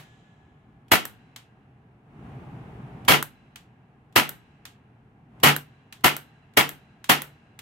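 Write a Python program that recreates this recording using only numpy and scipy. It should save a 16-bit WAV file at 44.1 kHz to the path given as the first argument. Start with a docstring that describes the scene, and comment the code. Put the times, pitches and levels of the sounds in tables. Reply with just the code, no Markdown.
"""First comes a low ventilation rumble and a faint ring of steel in a small fabric booth.
Then a gas blowback toy pistol fires seven shots, close to a camera. Each shot is a blast of gas,
with a slide that slams shut about 40 ms later (it locks open on the last). The pellet strikes,
the springs shiver, and between shots the trigger clicks back. The camera's gain control lifts
the room tone in long pauses, and its limiter flattens the shot that follows."""
import sys
import numpy as np
from scipy import signal
from scipy.fft import rfft, irfft, next_fast_len
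from scipy.io import wavfile
from scipy.ndimage import uniform_filter1d, minimum_filter1d

SR = 44100
rng = np.random.default_rng(int(sys.argv[2]) if len(sys.argv) > 2 else 0)


def master_out(mix):
    """Clip the mix to full scale and print it as 16-bit PCM to the path in sys.argv[1]."""
    frames = np.transpose(np.atleast_2d(mix))
    ceiling = np.clip(frames, -1, 1)
    pcm = np.round(ceiling * 32767).astype(np.int16)
    wavfile.write(sys.argv[1], SR, pcm)


N = 335601
TIME = np.arange(N) / SR
AGE = np.arange(SR * 3 // 4) / SR  # seconds since one short sound began

# The shots. Each row: start in seconds, recoil level in dB, seconds until the pellet strikes.
SHOTS = [(0.918, -1, .135), (3.085, -3.5, .141), (4.161, -3, .1305), (5.436, -5, .1275), (6.0435, -1, .122),
         (6.5725, -4.5, .1185), (7.0955, -8, .1235)]
# The finger lets go and the trigger resets. Each row: start in seconds, level in dB.
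TRIGGER_RESETS = [(1.361, -28.5), (3.558, -30.5), (4.653, -28), (5.925, -30), (7.042, -28.5), (7.59, -30)]
# The colour of each noise, from bass to treble. Each row: frequency in Hz, level in dB.
ROOM_COLOUR = [(15, -53), (25, -18), (46, -8.5), (86, -7), (141, 0), (174, -5), (243, -6.5), (331, -14.5),
               (440, -15), (527, -23.5), (718, -19.5), (1170, -23.5), (2680, -32.5), (4860, -51),
               (12000, -57.5), (15600, -93), (22000, -120)]
BLAST_COLOUR = [(24, -59.5), (40, -28), (140, -12.5), (180, -6.5), (444, -5.5), (491, -8), (570, -6.5),
                (965, -6.5), (1070, -4.5), (2000, -4.5), (3140, -8), (5440, -16.5), (9450, -21),
                (12100, -18), (16000, -23.5)]
SPRING_COLOUR = [(100, -25.5), (500, -13), (1300, -5), (2900, -5.5), (4200, -13), (8000, -19.5),
                 (16000, -30)]
TRIGGER_COLOUR = [(150, -18.5), (600, -14.5), (1000, -3), (2200, -3), (3400, -1), (5000, -9.5), (7500, -9),
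                  (10000, -15), (12500, -12.5), (16000, -19.5)]
SLAM_COLOUR = [(150, -24.5), (700, -13.5), (1800, 1.5), (3100, 2.5), (4500, -15.5), (8000, -13.5),
               (16000, -23)]
PELLET_COLOUR = [(150, -25.5), (600, -3.5), (1050, -1.5), (1500, 6.5), (2400, -11), (3600, -5),
                 (4800, -13.5), (7000, -9.5), (8200, -5.5), (9600, -10.5), (12000, 0.5), (16000, -8.5)]
# Tones that stand out of a noise. Each row: frequency in Hz, width in Hz, strength in dB.
OPENING_PEAKS = [(1696, 9, 19), (800, 150, 6), (3400, 700, 4), (3962, 20, 13), (7000, 1500, 4)]  # the steel at the very start
GUN_PEAKS = [(280, 50, -2), (742, 25, 0), (851, 35, 0), (996, 30, -1), (1320, 110, -4), (1960, 100, -5),
             (2205, 35, -3), (2790, 70, -4), (2960, 110, -3), (3250, 80, -4), (12200, 1800, -4)]  # barrel, slide and frame
STEEL_PEAKS = [(1630, 42, 3), (2650, 33, 2), (2800, 66, 1), (4000, 35, 9)]  # the steel after a shot
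# Ringing tones. Each row: frequency in Hz, level in dB, seconds to fade by 60 dB (called t60).
BOOTH_TONES = [(145, 0, .42), (247, -5, .25), (323, -12, .35), (446, -8, .28), (571, -8, .12),
               (619, -12, .28)]  # standing waves between the walls
SLIDE_TONES = [(802, -5, 0.2), (991, 0, 0.14), (1281, -3, 0.2), (1362, -3, 0.19), (1820, -6, 0.24),
               (1895, -1, 0.15), (2051, 0, 0.14), (2239, -5, 0.19), (2509, -7, 0.24), (2665, -5, 0.19),
               (2756, -2, 0.16), (2961, -8, 0.23), (3009, -6, 0.2), (3058, -1, 0.14), (3165, -3, 0.17),
               (3241, -4, 0.18), (4059, -10, 0.16), (4334, -11, 0.16), (4974, -15, 0.17), (6573, -13, 0.15),
               (7892, -16, 0.16), (8387, -16, 0.16)]
# How long a noise lingers. Each row: frequency in Hz, seconds to fade by 60 dB.
BOOTH_DECAY = [(60, .14), (150, .33), (400, .29), (1200, .25), (3000, .255), (6000, .225), (10000, .2),
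               (16000, .165)]
STEEL_DECAY = [(500, 3.2), (1700, 4.3), (3800, 1.7), (7000, 1.6), (14000, .7)]
# How alike left and right sound. Each row: frequency in Hz, likeness (1 is the same, 0 unrelated).
ROOM_LIKENESS = [(60, 0.99), (130, 1), (290, 0.92), (640, 0.78), (1400, 0), (3100, 0), (7000, 0.21),
                 (15000, 0.13)]
GUN_LIKENESS = [(60, .3), (150, .5), (280, .6), (500, .35), (800, .25), (1200, -.1), (2200, .2), (5500, .1),
                (9000, .55), (15000, .65)]


def amp(db):
    """Turn decibels into a multiplier."""
    return 10 ** (np.asarray(db) / 20)


def look_up(table, hz):
    """Read between the rows of a table, on a logarithmic frequency scale."""
    freqs, values = np.transpose(table)
    return np.interp(np.log(hz + 1), np.log(freqs), values)


def fade(t, t60):
    """Silent before t = 0, then 60 dB down every t60 seconds."""
    return (t >= 0) * np.exp(-np.log(1000) * np.abs(t) / t60)


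def filtered(x, response):
    """Scale each frequency in x by response(hz)."""
    n = x.shape[-1]
    padded = next_fast_len(n + 8192)
    return irfft(rfft(x, padded) * response(np.fft.rfftfreq(padded, 1 / SR)), padded)[..., :n]


def noise(colour, likeness=GUN_LIKENESS, size=len(AGE), peaks=()):
    """Stereo noise with an average (rms) level of 1, shaped by a colour and peaks."""
    def response(hz):
        turn = np.arccos(np.clip(look_up(likeness, hz), -1, 1)) / 2
        power = 1 + sum(amp(db) ** 2 * 4 / (1 + (2 * (hz - f) / width) ** 2) for f, width, db in peaks)
        return amp(look_up(colour, hz)) * np.sqrt(power) * np.array([np.cos(turn), np.sin(turn)])
    mid, side = filtered(rng.standard_normal((2, size)), response)
    stereo = np.array([mid + side, mid - side])
    return stereo / np.sqrt(np.mean(stereo ** 2) + 1e-20)


def die_away(x, decay=BOOTH_DECAY):
    """Make steady noise fade like an echo, each frequency at its own speed."""
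    hz, t, spectrum = signal.stft(x, SR, nperseg=256)
    faded = spectrum * fade(t, look_up(decay, hz)[:, None])
    return signal.istft(faded, SR, nperseg=256)[1][:, :x.shape[1]]


def ring(tones, scatter_db, spread):
    """Fading tones at slightly random strengths, with left and right out of step."""
    out = np.zeros((2, len(AGE)))
    for hz, db, t60 in tones:
        strength, step = rng.standard_normal(2)
        phase = rng.uniform(0, 2 * np.pi) + spread * step * np.array([[1], [-1]])
        out += amp(db + scatter_db * strength) * fade(AGE, t60) * np.sin(2 * np.pi * hz * AGE + phase)
    return out


def contact(colour, likeness, t60, echo_db, attack_s):
    """Two hard things meet: a short crack and the booth's echo."""
    crack = fade(AGE, t60) * noise(colour, likeness)
    echo = amp(echo_db) * die_away(noise(colour))
    return (crack + echo) * (1 - np.exp(-AGE / attack_s))


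def add(track, start, sound):
    """Mix a sound in at a start time in seconds."""
    i = max(round(start * SR), 0)
    track[:, i:i + sound.shape[1]] += sound[:, :max(N - i, 0)]


def room_tone(rumble_db=-56, hum_db=-63, hum_hz=120, hiss_db=-93):
    """Low ventilation rumble, a mains hum and the microphones' own hiss."""
    rumble = amp(rumble_db) * noise(ROOM_COLOUR, ROOM_LIKENESS, size=N, peaks=[(780, 130, -2)])
    hum = amp(hum_db) * np.sin(2 * np.pi * hum_hz * TIME)
    hiss = amp(hiss_db) * rng.standard_normal((2, N))
    return rumble + hum + hiss


def opening_ring(echo_db=-47, boom_db=-46, shimmer_db=-60):
    """The booth and the steel are ringing faintly as the scene opens."""
    out = np.zeros((2, N))
    boom_hz, _, boom_t60 = BOOTH_TONES[0]
    boom = fade(AGE, boom_t60) * np.sin(2 * np.pi * boom_hz * AGE)
    echo = die_away(noise(BLAST_COLOUR))
    shimmer = die_away(noise(SPRING_COLOUR, size=2 * SR, peaks=OPENING_PEAKS), STEEL_DECAY)
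    add(out, 0, amp(echo_db) * echo + amp(boom_db) * boom)
    add(out, 0, amp(shimmer_db) * shimmer)
    return out


def trigger_clicks(lead_s=.036, pull_db=-52, settle_s=.0067, settle_db=-14):
    """On each soft pull and louder reset, the trigger bar snaps over, then settles on its stop."""
    out = np.zeros((2, N))
    pulls = [(start - lead_s, pull_db) for start, *_ in SHOTS]
    for start, db in pulls + list(TRIGGER_RESETS):
        for delay, step_db in [(0, 0), (settle_s, settle_db)]:
            click = contact(TRIGGER_COLOUR, GUN_LIKENESS, t60=.02, echo_db=-17.5, attack_s=.0011)
            add(out, start + delay, amp(db + step_db) * click)
    return out


def recoil(onset_s, thump_hz=270, knock_hz=110, travel_s=.0031, right_lag_s=.0026):
    """The gun kicks with a low thump, then the slide knocks on its rear stop."""
    thump = ring([(thump_hz, -10, .06)], scatter_db=.5, spread=.95)
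    since_knock = AGE - onset_s - travel_s - np.array([[0], [right_lag_s]])
    swell = fade(since_knock, .05) * (1 - np.exp(-np.abs(since_knock) / .006))
    knock = amp(-9) * swell * np.sin(2 * np.pi * knock_hz * since_knock)
    return thump + knock


def gas_blasts(shot_db=2.5, treble_db=5.5, onset_s=.007):
    """The valve sends the same charge of gas through the barrel each time; slide and booth ring on."""
    out = np.zeros((2, N))
    valve = (1 + np.tanh((AGE - onset_s) / .0023)) / 2  # half open at onset_s
    # Gun and booth stay put, so part of the echo is the same for every shot.
    same_echo = die_away(noise(BLAST_COLOUR, peaks=GUN_PEAKS))
    for start, recoil_db, _ in SHOTS:
        jet = amp(-8) * fade(AGE, t60=.14) * noise(BLAST_COLOUR, peaks=GUN_PEAKS + [(870, 700, -2)])
        fresh_echo = die_away(noise(BLAST_COLOUR, peaks=GUN_PEAKS))
        echo = amp(-15) * (same_echo + fresh_echo) / np.sqrt(2)
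        gas = filtered(jet + echo, lambda hz: amp(treble_db * hz / (hz + 4000)))
        kick = amp(recoil_db) * recoil(onset_s)
        slide = amp(-23) * ring(SLIDE_TONES, scatter_db=3, spread=.8)
        booth = amp(-27) * ring(BOOTH_TONES, scatter_db=2.65, spread=.55)
        booth *= 1 - np.exp(-AGE / .019)  # takes a moment to build up
        add(out, start - onset_s, amp(shot_db) * valve * (gas + kick + slide + booth))
    return out


def spring_shiver(level_db=-59):
    """The springs and steel parts keep shivering faintly after each shot."""
    out = np.zeros((2, N))
    for start, *_ in SHOTS:
        shimmer = die_away(noise(SPRING_COLOUR, size=2 * SR, peaks=STEEL_PEAKS), STEEL_DECAY)
        add(out, start, amp(level_db) * shimmer)
    return out


def slide_slams(level_db=-7, delay_s=.0372):
    """The slide slams shut after each blast but the last, when the empty magazine holds it open."""
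    out = np.zeros((2, N))
    for start, *_ in SHOTS[:-1]:
        slam = contact(SLAM_COLOUR, [(1000, .5)], t60=.009, echo_db=-25, attack_s=.0003)
        add(out, start + delay_s, amp(level_db) * slam)
    return out


def pellet_strikes(level_db=-18):
    """Every pellet strikes equally hard after its short flight."""
    out = np.zeros((2, N))
    for start, _, flight_s in SHOTS:
        strike = contact(PELLET_COLOUR, [(1000, .4), (10000, .8)], t60=.014, echo_db=-22, attack_s=.0006)
        add(out, start + flight_s, amp(level_db) * strike)
    return out


def scene():
    """All the sounds in the booth, added together."""
    pistol = gas_blasts() + slide_slams() + pellet_strikes() + trigger_clicks() + spring_shiver()
    return pistol + opening_ring() + room_tone()


def level(x, seconds):
    """The running average (rms) level of both channels."""
    power = uniform_filter1d(np.mean(x ** 2, axis=0), max(int(seconds * SR), 1))
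    return np.sqrt(np.abs(power) + 1e-12)


def gain_control(x, loud_db=-22, wait_s=1.066, ramp_s=.23, boost_db=13.5):
    """The volume creeps up after a quiet spell, and back down at the next loud sound."""
    last_loud = np.maximum.accumulate(np.where(level(x, .01) > amp(loud_db), TIME, 0))
    boosted_s = np.cumsum(TIME - last_loud > wait_s) / SR
    boost_share = (boosted_s - np.interp(TIME - ramp_s, TIME, boosted_s)) / ramp_s
    return x * amp(boost_db * boost_share)


def limiter(x, limit_db=-9.5, window_s=.0032, hold_s=.0057, recovery_db_per_s=480):
    """Sound over the limit is turned down; the volume stays there briefly, then recovers."""
    over_db = np.maximum(20 * np.log10(level(x, window_s)) - limit_db, 0)
    size = 2 * int(hold_s * SR / 2) + 1
    held_db = -minimum_filter1d(-over_db, size, origin=size // 2)
    recovery_db = recovery_db_per_s * TIME
    cut_db = np.maximum.accumulate(held_db + recovery_db) - recovery_db
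    limited = x * amp(-cut_db)
    return limited / (1 + limited ** 8) ** (1 / 8)  # rounds off the remaining peaks


def record(dry, low_cut_hz=40, top_hz=16000):
    """The camera cuts the deepest bass, evens out the volume and drops the highest treble."""
    low_cut = signal.butter(2, low_cut_hz, "highpass", fs=SR, output="sos")
    evened = limiter(gain_control(signal.sosfilt(low_cut, dry)))
    return filtered(evened, lambda hz: 1 / (1 + (hz / top_hz) ** 120))


dry = scene()
out = record(dry)
master_out(out)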